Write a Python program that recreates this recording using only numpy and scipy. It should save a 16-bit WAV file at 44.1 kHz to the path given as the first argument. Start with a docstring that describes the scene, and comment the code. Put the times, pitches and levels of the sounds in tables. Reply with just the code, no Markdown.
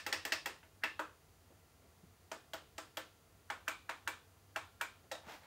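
"""Push buttons in a quiet room

Plastic push buttons of a tabletop recorder snap down and up in a small quiet room, in runs and singly.
Each snap is a short dome burst and ten bands of knock and rattle; casing resonances and room noise ring on.
Soft bumps of dull noise come between; at the end a hand scuffs the casing as grains on noise.
Below lie a swelling room rumble, hiss and a faint electrical buzz looped 60 times a second."""
import sys
import numpy as np
from scipy import signal
from scipy.fft import rfft, irfft
from scipy.io import wavfile

SR = 44100
rng = np.random.default_rng(int(sys.argv[2]) if len(sys.argv) > 2 else 0)


def dump(signal):
    """Clip the signal to [-1, 1] and save it as 16-bit WAV at the path in sys.argv[1]."""
    limited = np.clip(np.atleast_2d(signal).T, -1, 1)
    pcm = np.round(limited * 32767).astype(np.int16)
    wavfile.write(sys.argv[1], SR, pcm)


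N = 240766


def amp(db):
    """Gain of a level in dB."""
    return 10 ** (np.asarray(db) / 20)


def unit(x):
    """Scale to rms 1."""
    return x / np.sqrt(np.mean(x ** 2) + 1e-30)


def fading(t60, size):
    """Exponential decay that loses 60 dB in t60 seconds."""
    return amp(-60 * np.arange(size) / SR / t60)


def band(x, low_hz, high_hz):
    """Band-pass between two edges."""
    sos = signal.butter(2, [low_hz, high_hz], "band", fs=SR, output="sos")
    return signal.sosfilt(sos, x)


def coloured(x, spectrum):
    """Shape a noise by a spectrum, interpolated over log frequency; rms 1."""
    hz = np.fft.rfftfreq(len(x), 1 / SR) + 1   # 1 Hz up keeps the log finite
    at, db = np.transpose(spectrum)
    gain = amp(np.interp(np.log(hz), np.log(at), db))
    return unit(irfft(rfft(x) * gain, len(x)))


def curve(rows, column=1):
    """Gain over time from a dB column of rows that start with a time."""
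    columns = np.transpose(rows)
    return amp(np.interp(np.arange(N) / SR, columns[0], columns[column]))


def drift(rate):
    """Slow random wander at about this rate a second; spread 1."""
    r = np.exp(-2 * np.pi * rate / SR)
    slow = rng.standard_normal(N + SR)
    for _ in range(2):
        slow = signal.lfilter([1], [1, -r], slow)
    slow = slow[SR:]   # drop the settling second
    return unit(slow - slow.mean())


# Colour of the hiss: f/Hz, level per Hz/dB (relative)
HISS_COLOUR = [(76, -30), (130, -1), (394, -5.5), (444, -2.5), (601, -11), (651, -4), (750, -7.5),
               (1400, -12), (1490, -14.5), (1750, -13.5), (2360, -16), (16000, -26)]
HISS_DB = -69   # rms


def hiss():
    """Steady noise with the colour of the quiet room."""
    return amp(HISS_DB) * coloured(rng.standard_normal(N), HISS_COLOUR)


# Colour of the low rumble: f/Hz, level per Hz/dB (relative)
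RUMBLE_COLOUR = [(28, -63), (42, -14), (60, -6.5), (76, -5), (98, 2.5), (112, -18), (150, -11.5),
                 (300, -74)]
RUMBLE_DB, RUMBLE_SWELL_DB, RUMBLE_SWELLS_PER_S = -70.5, -1, 2.3
HAND_RUMBLE_DB = -17.5   # against the dull level of the scuff


def rumble():
    """Low noise that swells and sinks at random, and grows under the scuffing hand."""
    swell = amp(RUMBLE_DB + RUMBLE_SWELL_DB * drift(RUMBLE_SWELLS_PER_S))
    under_hand = amp(HAND_RUMBLE_DB) * curve(SCUFF_STROKE)
    return (swell + under_hand) * coloured(rng.standard_normal(N), RUMBLE_COLOUR)


# Strongest lines of the buzz: multiple of 60 Hz, level/dB (rms)
BUZZ_LINES = [(12, -95), (19, -92), (21, -94), (23, -87), (29, -95), (34, -90), (42, -96), (47, -95),
              (54, -96), (72, -96), (79, -91), (99, -95), (100, -91), (104, -96), (111, -95), (115, -92),
              (117, -96), (126, -94), (152, -94), (153, -93), (163, -96), (164, -95), (177, -89),
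              (212, -95), (230, -96), (231, -96), (237, -93), (258, -92), (260, -95), (261, -95)]
BUZZ_REST_DB = -103   # typical rms of each remaining line


def buzz():
    """One period of electrical interference, looped: random weak multiples of 60 Hz and some strong ones."""
    period = SR // 60
    lines = amp(BUZZ_REST_DB) * np.sqrt(rng.exponential(1, period // 2 + 1))
    for multiple, db in BUZZ_LINES:
        lines[multiple] = amp(db)
    phases = np.exp(2j * np.pi * rng.random(len(lines)))
    one_period = irfft(lines * phases, period) * period / np.sqrt(2)   # turns rms into line height
    return np.resize(one_period, N)


# Soft bumps: t/s, level/dB (rms before the envelope), centre f/Hz, t60/s
BUMPS = [(1.5, -58, 554, 0.16), (1.821, -63.5, 457, 0.34), (2.03, -53, 170, 0.16), (5.04, -57, 610, 0.093),
         (5.261, -56, 199, 0.17)]


def bumps():
    """Short dull puffs of band-passed noise, soft at the start."""
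    out, size = np.zeros(N + SR), SR // 4
    for s, db, hz, t60 in BUMPS:
        puff = unit(band(rng.standard_normal(size), hz / 2.44, hz * 1.28))
        envelope = fading(t60, size) * (1 - fading(0.063, size))
        at = round(s * SR)
        out[at:at + size] += amp(db) * puff * envelope
    return out[:N]


# Stroke of the hand on the casing: t/s, dull level/dB, bright level/dB
SCUFF_STROKE = [(5.245, -65, -80), (5.253, -65, -71), (5.291, -51.5, -59), (5.353, -54, -58.5),
                (5.403, -68.5, -72), (5.459, -61.5, -70)]
# Colour of skin on plastic: f/Hz, level per Hz/dB (relative)
SCUFF_COLOUR = [(88, -48), (150, -30), (309, 0), (398, -14), (431, -4.5), (905, 2.5), (1080, -2.5),
                (1630, -2), (16000, -20)]


def scuff():
    """Skin slips over plastic: dense uneven grains on noise, dull and bright parts following the stroke."""
    grains = rng.random(N) < 1500 / SR   # 1500 grains a second on average
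    grains = grains * amp(2.7 * rng.exponential(1, N).clip(0, 5)) * rng.choice([-1, 1], N)
    rub = coloured(unit(grains) + 1.5 * rng.standard_normal(N), SCUFF_COLOUR)
    dull = signal.sosfiltfilt(signal.butter(2, 2700, fs=SR, output="sos"), rub)
    bright = rub - dull
    stroke = curve(SCUFF_STROKE) * unit(dull) + curve(SCUFF_STROKE, column=2) * unit(bright)
    started = np.arange(N) >= SCUFF_STROKE[0][0] * SR
    return stroke * started


# Snaps in order, for lead-ins and buttons: t/s, reference level/dB, kind of snap, brightness/dB per octave
# The first falls before time zero, so only its tail is heard.
SNAPS = [(-0.04, -25, "quick up", 1.5), (0.063, -24, "quick down", -0.1), (0.125, -18, "quick up", 0.5),
         (0.25, -24.5, "quick down", 0.5), (0.32, -17.5, "quick up", 0.5), (0.457, -24, "quick down", 0),
         (0.629, -50, "touch", 3.5), (0.835, -22.5, "stiff down", -1), (0.992, -27, "stiff up", 0.5),
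         (2.314, -33, "small down", -1.55), (2.533, -32, "small up", -0.3),
         (2.779, -34, "small down", -0.5), (2.969, -30.5, "small up", 0.3), (3.5, -27, "wide down", 0.4),
         (3.678, -25.5, "wide up", 0), (3.892, -27.5, "wide down", 0.5), (4.074, -26.5, "wide up", 0),
         (4.559, -26.5, "wide down", 1.3), (4.81, -26.5, "wide up", 0), (5.113, -34.5, "last", 1),
         (5.122, -41, "last", 0), (5.15, -44, "last", -1.5), (5.233, -56.5, "touch", -4)]
# Each button going down or up: thump f/Hz, dome f/Hz, overtone f/Hz, then level/dB against the snap of:
# first contact, thump, dome, overtone, thud, low knock, high knock, clack, snap, tick, spit
KINDS = {"quick down": (885, 1868, 2698, -6.5, -19.5, -18.5, -27, -27.5, -19, -15, -14, -14, -12.5, -20),
         "quick up": (738, 1859, 2654, -6, -26, -21.5, -24, -35.5, -21.5, -15, -14.5, -11.5, -16, -28),
         "stiff down": (949, 1693, 2677, -1.5, -20.5, -14.5, -16, -33, -20, -8, -12, -15.5, -16.5, -24),
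         "stiff up": (527, 1270, 2527, -3, -14, -36, -24, -28.5, -8, -24, -18, -25, -19, -28),
         "small down": (679, 1779, 3504, -17, -15, -19.5, -31, -25.5, -11, -14.5, -9.5, -8, -5.5, -18),
         "small up": (635, 1513, 3107, -9.5, -14.5, -21, -22, -28, -13, -13, -9, -12.5, -10, -16),
         "wide down": (841.5, 1503, 2293, -0.5, -15, -22.5, -26, -30, -12.5, -13.5, -14.5, -22.5, -16.5, -30),
         "wide up": (691, 1510, 2336, 2, -22, -14.5, -17, -33.5, -12.5, -13.5, -11, -18, -9.5, -19),
         "last": (649, 1902, 3808, -1, -8, -15, -15, -32.5, -13.5, -27, -9.5, -9, -7.5, -21),
         "touch": (747, 1500, 3000, -3, -11.5, -16, -25, -20.5, -19, -11, -21, -31, -28, -31)}
# Faint narrow noise rising just before the stiff down, wide down and wide up snaps, by kind:
# level/dB against the snap
LEAD_IN_DB = {"stiff down": -19.5, "wide down": -29, "wide up": -24}
LEAD_IN_SPREAD = 1.13   # the band reaches this factor around the dome's pitch
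LEAD_IN_RISE_S = 0.033   # time for a rise of 60 dB


def lead_ins():
    """Narrow noise at the dome's pitch that rises steeply and stops where the snap takes over."""
    out, size = np.zeros(N), 1024
    for s, snap_db, kind, _ in SNAPS:
        if kind in LEAD_IN_DB:
            dome_hz = KINDS[kind][1]
            noise = rng.standard_normal(2 * size)
            tone = band(noise, dome_hz / LEAD_IN_SPREAD, dome_hz * LEAD_IN_SPREAD)
            tone = unit(tone[size:])   # skip the filter's onset
            rise = fading(LEAD_IN_RISE_S, size)[::-1]
            at = round((s + 0.00094) * SR)
            out[at - size:at] += amp(snap_db + LEAD_IN_DB[kind]) * tone * rise
    return out


def first_contact(pitch_hz, cycles):
    """The dome under the cap flips: a burst of a few cycles, height about 1."""
    phase = np.arange(128) / SR * pitch_hz
    return -np.sin(2 * np.pi * phase) * np.exp(-((phase - cycles) / (0.56 * cycles)) ** 2)


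def contact(share, t60, size=2048):
    """One blow with its share of the energy, then loose parts rattling unevenly."""
    share = np.clip(share, 0, 1)
    uneven = amp(7.6 * rng.standard_normal(size // 32)).repeat(32)
    rattle = rng.standard_normal(size) * uneven * fading(t60, size)
    rattle *= 1 - fading(0.0064, size)   # the rattle sets in just after the blow
    out = np.sqrt(1 - share) * rattle / np.linalg.norm(rattle)
    out[0] = -np.sqrt(share)
    return out


# Resonances of casing and table: f/Hz
CASING_HZ = [312, 520, 652, 820, 950, 1085, 1330, 1380, 1473, 1570, 1764, 1888, 2047, 2330, 2480, 2655,
             3360, 3810]
# The same resonances in order: level/dB, t60/s
CASING = [(-34, 0.27), (-35.5, 0.18), (-30.5, 0.11), (-31, 0.083), (-34, 0.11), (-47.5, 0.22), (-40, 0.2),
          (-61.5, 0.63), (-42, 0.16), (-46.5, 0.29), (-43, 0.27), (-34.5, 0.035), (-63, 0.046),
          (-37, 0.047), (-48.5, 0.35), (-32, 0.057), (-35.5, 0.052), (-48, 0.066)]


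def casing_ring(size):
    """Impulse response of the casing: decaying sines, signs alternating."""
    t = np.arange(size) / SR
    ring = np.zeros(size)
    for k, (hz, (db, t60)) in enumerate(zip(CASING_HZ, CASING)):
        ring += (-1) ** k * amp(db) * fading(t60, size) * np.sin(2 * np.pi * hz * t)
    return ring


# Fixed bands of a snap, thud to spit: low edge f/Hz, high edge f/Hz
PART_EDGES_HZ = [(270, 590), (950, 1586), (1600, 2270), (2400, 4070), (4400, 5680), (6200, 9420),
                 (11800, 15000)]
# All ten parts, thump to spit: blow's share of energy, rattle t60/s, room t60/s, room level/dB against the part
PARTS = [(0.66, 0.031, 0.35, 2.5), (0.25, 0.028, 0.34, 1), (0.74, 0.023, 0.28, 7.5),
         (0.68, 0.085, 0.31, 13.5), (0.44, 0.024, 0.28, 6.5), (0.91, 0.018, 0.22, 5),
         (0.057, 0.013, 0.37, 0.5), (0.075, 0.041, 0.31, -2), (0.042, 0.029, .26, 0.5),
         (0.11, 0.02, 0.14, 3.5)]
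# Thump, dome and overtone reach this factor around their pitch
TUNED_SPREADS = (1.294, 1.05, 1.035)
BURST_S = 0.0013   # the level of a part is that of its whole energy spread over this time
PIVOT_HZ = 1500   # brightness tilts the spectrum about this
LEAD = SR // 10   # samples played before time zero


def buttons():
    """Every snap excites ten parts of the spectrum; they ring in the casing and die away in the room."""
    size = SR // 2
    burst = np.sqrt(BURST_S * SR)
    blows, echoes = np.zeros((2, LEAD + N + size))
    for s, snap_db, kind, tilt_db in SNAPS:
        *pitches_hz, contact_db = KINDS[kind][:4]
        part_db = KINDS[kind][4:]
        at = LEAD + round((s + 0.001406) * SR)
        tuned = [(hz / spread, hz * spread) for hz, spread in zip(pitches_hz, TUNED_SPREADS)]
        all_edges = tuned + list(PART_EDGES_HZ)
        for edges, db, (share, rattle_t60, room_t60, room_db) in zip(all_edges, part_db, PARTS):
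            octaves = np.log2(np.sqrt(np.prod(edges)) / PIVOT_HZ)
            level_db = snap_db + db + tilt_db * octaves
            hit = band(contact(share, rattle_t60), *edges)
            blows[at:at + len(hit)] += amp(level_db) * burst * hit / np.linalg.norm(hit)
            # dense echoes build up within a few ms, in a new pattern each time
            envelope = fading(room_t60, size) * (1 - fading(0.0046, size))
            tail = band(rng.standard_normal(size) * envelope, *edges)
            echoes[at:at + size] += amp(level_db + room_db) * burst * tail / np.linalg.norm(tail)
        at = LEAD + round((s + 0.0006) * SR)
        flip = first_contact(max(pitches_hz[1], 1550), cycles=2.3)
        echoes[at:at + 128] += amp(snap_db + contact_db) * flip   # bypasses the casing
    ringing = signal.fftconvolve(blows, casing_ring(size))[:len(blows)]
    return (blows + echoes + ringing)[LEAD:LEAD + N]


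PORT_DIP_HZ, PORT_DIP_WIDTH_HZ = 9640, 7400
PORT_DIP_DEPTH = 0.57   # share taken out at the centre; 1 is silence


def port(x):
    """Sound from the table loses part of a treble band on its way into the microphone port."""
    peak = signal.iirpeak(PORT_DIP_HZ, PORT_DIP_HZ / PORT_DIP_WIDTH_HZ, SR)
    return x - PORT_DIP_DEPTH * signal.lfilter(*peak, x)


def scene():
    """All sources at one microphone; only those on the table pass the port dip."""
    background = hiss() + rumble() + buzz()
    table = bumps() + scuff() + lead_ins() + buttons()
    return (background + port(table))[None]


def record(dry):
    """A steep low-pass cuts the top above 15750 Hz."""
    return signal.sosfilt(signal.ellip(10, .5, 45, 15750, fs=SR, output="sos"), dry)


dry = scene()
out = record(dry)
dump(out)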